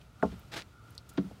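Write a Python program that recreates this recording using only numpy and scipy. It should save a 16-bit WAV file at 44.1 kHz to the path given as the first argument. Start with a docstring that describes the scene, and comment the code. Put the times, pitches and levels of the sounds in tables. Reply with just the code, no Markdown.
"""Two footsteps thump on the hollow deck of a small boat on calm water. Each sole contact rings
the deck, and the hull booms as the weight sinks onto it. Between the steps come a brief scrape of
hiss and tiny catches, then a sharp click and faint ticks, like fishing tackle.
A low rumble and a thin distant whirr lie underneath."""
import sys
import numpy as np
from scipy import signal
from scipy.fft import rfft, irfft, next_fast_len
from scipy.io import wavfile
from scipy.ndimage import map_coordinates

SR = 44100
rng = np.random.default_rng(int(sys.argv[2]) if len(sys.argv) > 2 else 0)


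def unload_wav(signal):
    """Save mono or channel-first audio to the path in sys.argv[1] as 16-bit WAV at rate SR, clipped to [-1, 1]."""
    wavfile.write(
        sys.argv[1],
        SR,
        np.round(np.clip(np.atleast_2d(signal).T, -1, 1) * 32767).astype(np.int16),
    )


N = 61739

# Tone of the rumbling air. Each row: frequency in Hz, relative level in dB.
AIR_COLOUR = [(15, -34.5), (25, -47), (49, 1), (136, 1), (289, -12), (349, -13), (509, -16), (722, -16.5),
              (1050, -21.5), (1410, -16), (1570, -24), (3530, -26.5), (15500, -41)]
# Fader ride of the air. Each row: time in seconds, level in dB.
AIR_RIDE = [(0, -57.5), (.2, -53), (.45, -54.5), (.67, -55.5), (.85, -56), (1.1, -54.5), (1.4, -52.5)]
# Narrow hums in the rumble. Each row: centre in Hz, width in octaves, level in dB.
HUM_BANDS = [(70, 0.033, -71), (114.3, 0.064, -63)]
# Fader ride of the whirr. Each row: time in seconds, gain in dB.
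WHIRR_RIDE = [(0, -119), (.17, -56), (.45, -65), (.68, -69), (.8, -54), (1.0, -65), (1.15, -58), (1.4, -83)]
# Tone of the whirr. Each row: centre in Hz, width in octaves, relative level in dB.
WHIRR_BANDS = [(1384, 0.057, -7.5), (1220, 0.05, -13)]
# Faint ticks. Each row: start in seconds, level in dB, centre in Hz, width in octaves,
# rise in seconds, t60 (time to fall 60 dB) in seconds.
TICKS = [(0.013, -53, 2780, 0.63, 0.0013, 0.034), (0.394, -53, 13700, 0.27, 0.00089, 0.023),
         (.904, -52.5, 11400, 0.36, 0.0018, 0.023), (0.95, -52.5, 5700, 0.76, 0.0014, 0.027),
         (1.09, -41.5, 7150, 0.9, 0.0054, 0.043), (1.135, -58, 13100, .5, 0.0015, 0.034)]
# Ring of the click. Each row: pitch in Hz, t60 in seconds, relative level in dB.
CLICK_MODES = [(4390, 0.0045, 5.5), (8100, 0.0083, -18), (10800, .003, -15)]
# Swell of the scrape. Each row: time in seconds, level in dB.
SCRAPE_RIDE = [(.505, -90), (.521, -45), (.541, -46), (.551, -46), (.571, -38), (.6, -44.5), (.625, -53.5),
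               (.645, -79)]
# Tone of the scrape. Each row: frequency in Hz, relative level in dB.
SCRAPE_COLOUR = [(88, -27), (150, -3.5), (285, -5), (320, 1), (607, -7), (681, 3), (722, -15), (827, 0),
                 (1060, -8.5), (1150, -4.5), (1600, -3), (1760, -3), (2230, -3.5), (4390, -8), (15500, -31)]
# The scrape catches. Each row: start in seconds, level in dB.
SNAGS = [(0.538, -34), (0.543, -35), (0.5684, -34)]
# Boom of the hull. Each row: pitch in Hz, t60 in seconds, relative level in dB.
HULL_MODES = [(70.2, 0.2, -5.5), (110, 0.13, -10.5)]
# Weight sinks onto the hull. Each row: start in seconds, gain in dB.
HULL_LOADS = [(0.249, -27.5), (0.309, -30.5), (0.371, -35.5), (1.189, -36)]
# Ring of the deck. Each row: pitch in Hz, t60 in seconds, relative levels in dB at spots 0 and 1.
DECK_MODES = [(138.3, 0.17, -49.5, -32.5), (179.4, 0.19, -23.5, -25), (196.5, 0.23, -38, -25.5),
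              (223, .18, -24, -32.5), (283.4, 0.11, -25.5, -18), (364, 0.088, -25.5, -24),
              (423.4, 0.094, -21, -37.5), (476, 0.12, -31.5, -36.5), (530, 0.085, -28.5, -37),
              (636.6, 0.095, -20.5, -35.5), (703.5, 0.063, -19.5, -37), (882, 0.064, -21.5, -55.5),
              (1060, 0.085, -27, -57), (1366, 0.068, -31, -70), (1432, 0.065, -33.5, -46)]
# The sole lands. Each row: start in seconds, gain in dB, deck spot (0 or 1), softness cut-off in Hz.
SOLE_CONTACTS = [(0.2279, 0, 0, 2000), (0.2427, -5.5, 0, 450), (.32, -12, 0, 184), (1.1788, 0, 1, 1020),
                 (1.24, -13, 1, 203), (1.31, -23.5, 1, 220)]
# Knocks and scuffs of the sole. Each row: start in seconds, level in dB, centre in Hz,
# width in octaves, t60 in seconds.
SOLE_KNOCKS = [(0.2246, -47.5, 1490, 0.8, 0.088), (0.227, -55.5, 4630, 0.66, 0.12),
               (.232, -30.5, 736, 0.49, 0.088), (0.253, -58, 2370, 1.04, 0.42), (0.317, -54, 1670, 1, 0.15),
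               (0.6203, -36, 3220, 0.53, .012), (1.1743, -40.5, 3150, 0.51, 0.062),
               (1.1773, -36.5, 1100, 0.58, 0.063), (1.311, -44.5, 586, 0.37, 0.054)]
# The heel's first hard clack. Each row: pitch in Hz, t60 in seconds, level in dB.
HEEL_MODES = [(1100, 0.0078, -23.5), (1490, 0.011, -19), (1900, 0.0039, -22.5)]

HEEL_S, CLICK_S, KNOCK_RISE_S = 0.2266, 0.9789, 0.00065
GRAINS_PER_S, AIR_SWAY_DB, TOP_HZ = 3900, 1.5, 15800


def amp(db):
    """Decibels to gain."""
    return 10 ** (np.asarray(db) / 20)


def unit(x):
    """Scale to rms 1."""
    return x / np.sqrt(np.mean(x ** 2) + 1e-20)


def since(start):
    """Seconds since the start, zero before it."""
    return np.maximum(np.arange(N) / SR - start, 0)


def ride(points):
    """Gain curve through (seconds, dB) points."""
    return amp(np.interp(np.arange(N) / SR, *np.transpose(points)))


def filtered(x, response):
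    """Equalise x with a gain given as a function of Hz."""
    size = next_fast_len(N + 8192)
    return irfft(rfft(x, size) * response(np.fft.rfftfreq(size, 1 / SR)), size)[:N]


def coloured(x, colour):
    """Shape x by (Hz, dB) points, at rms 1."""
    points_hz, db = np.transpose(colour)
    return unit(filtered(x, lambda hz: amp(np.interp(np.log(hz + 1), np.log(points_hz + 1), db))))


def band(centre_hz, octaves):
    """Bell-shaped noise band of rms 1."""
    noise = rng.standard_normal(N)
    return unit(filtered(noise, lambda hz: np.exp(-.5 * (np.log2((hz + 1) / centre_hz) / octaves) ** 2)))


def fade(start, rise, t60):
    """Envelope that rises and dies away; all times in seconds."""
    t = since(start)
    return (1 - np.exp(-t / rise)) * np.exp(-np.log(1000) * t / t60)


def ring(start, modes, rise):
    """Struck, damped modes; neighbours swing in opposite directions."""
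    return sum((-1) ** k * amp(db) * np.sin(2 * np.pi * hz * since(start)) * fade(start, rise, t60)
               for k, (hz, t60, db) in enumerate(modes))


def rumble():
    """A bed of low, gently swaying open air with narrow hums in it."""
    sway = map_coordinates(rng.standard_normal(32), [since(0) * 10])  # ten random points a second
    air = ride(AIR_RIDE) * amp(AIR_SWAY_DB * sway) * coloured(rng.standard_normal(N), AIR_COLOUR)
    return air + sum(amp(db) * band(hz, octaves) for hz, octaves, db in HUM_BANDS)


def whirr():
    """Two thin, distant noise bands swell and sink together."""
    return ride(WHIRR_RIDE) * sum(amp(db) * band(hz, octaves) for hz, octaves, db in WHIRR_BANDS)


def tackle():
    """One small hard click (crack of contact, ping, rough after-ring) and faint hissy ticks."""
    crack = amp(-10) * band(8600, octaves=0.33) * fade(CLICK_S, rise=0.00014, t60=0.0029)
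    after_ring = amp(-19.5) * band(4220, octaves=0.28) * fade(CLICK_S, KNOCK_RISE_S, t60=0.046)
    low_cut = signal.butter(6, 3300, "high", fs=SR, output="sos")
    ping = signal.sosfilt(low_cut, ring(CLICK_S, CLICK_MODES, rise=0.00051))
    ticks = sum(amp(db) * band(hz, octaves) * fade(start, rise, t60)
                for start, db, hz, octaves, rise, t60 in TICKS)
    return amp(-26) * (ping + crack + after_ring) + ticks


def scrape():
    """A sliding stroke: equal parts hiss and tiny catches, with a few bigger snags."""
    grains = (rng.random(N) < GRAINS_PER_S / SR) * rng.standard_normal(N)
    rub = coloured(rng.standard_normal(N) + unit(grains), SCRAPE_COLOUR)
    sliding = (since(SCRAPE_RIDE[0][0]) > 0) * (since(SCRAPE_RIDE[-1][0]) == 0)
    snags = sum(amp(db) * fade(start, KNOCK_RISE_S, t60=0.02) for start, db in SNAGS)
    return rub * ride(SCRAPE_RIDE) * sliding + snags * coloured(rng.standard_normal(N), SCRAPE_COLOUR)


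def hull_boom():
    """The hull rings low as the weight arrives."""
    return sum(amp(db) * ring(start, HULL_MODES, rise=0.0066) for start, db in HULL_LOADS)


def deck_thumps():
    """Each contact rings the deck, softer ones only its low modes."""
    thumps = np.zeros(N)
    for start, db, spot, soft_hz in SOLE_CONTACTS:
        modes = [(hz, t60, spot_db[round(spot)] - 10 * np.log10(1 + (hz / soft_hz) ** 4))
                 for hz, t60, *spot_db in DECK_MODES]
        thumps += amp(db) * ring(start, modes, rise=0.0038)
    return thumps


def footsteps():
    """Heel clack and sole scuffs give the steps their edge; deck and hull give them body."""
    heel = -ring(HEEL_S, HEEL_MODES, rise=0.0003)
    scuffs = sum(amp(db) * band(hz, octaves) * fade(start, KNOCK_RISE_S, t60)
                 for start, db, hz, octaves, t60 in SOLE_KNOCKS)
    return heel + scuffs + deck_thumps() + hull_boom()


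def scene():
    """A mono mix in the open air."""
    return (footsteps() + scrape() + tackle() + rumble() + whirr())[None]


def record(dry):
    """A brick-wall high cut trims the very top of the treble."""
    return np.array([filtered(channel, lambda hz: hz < TOP_HZ) for channel in dry])


dry = scene()
out = record(dry)
unload_wav(out)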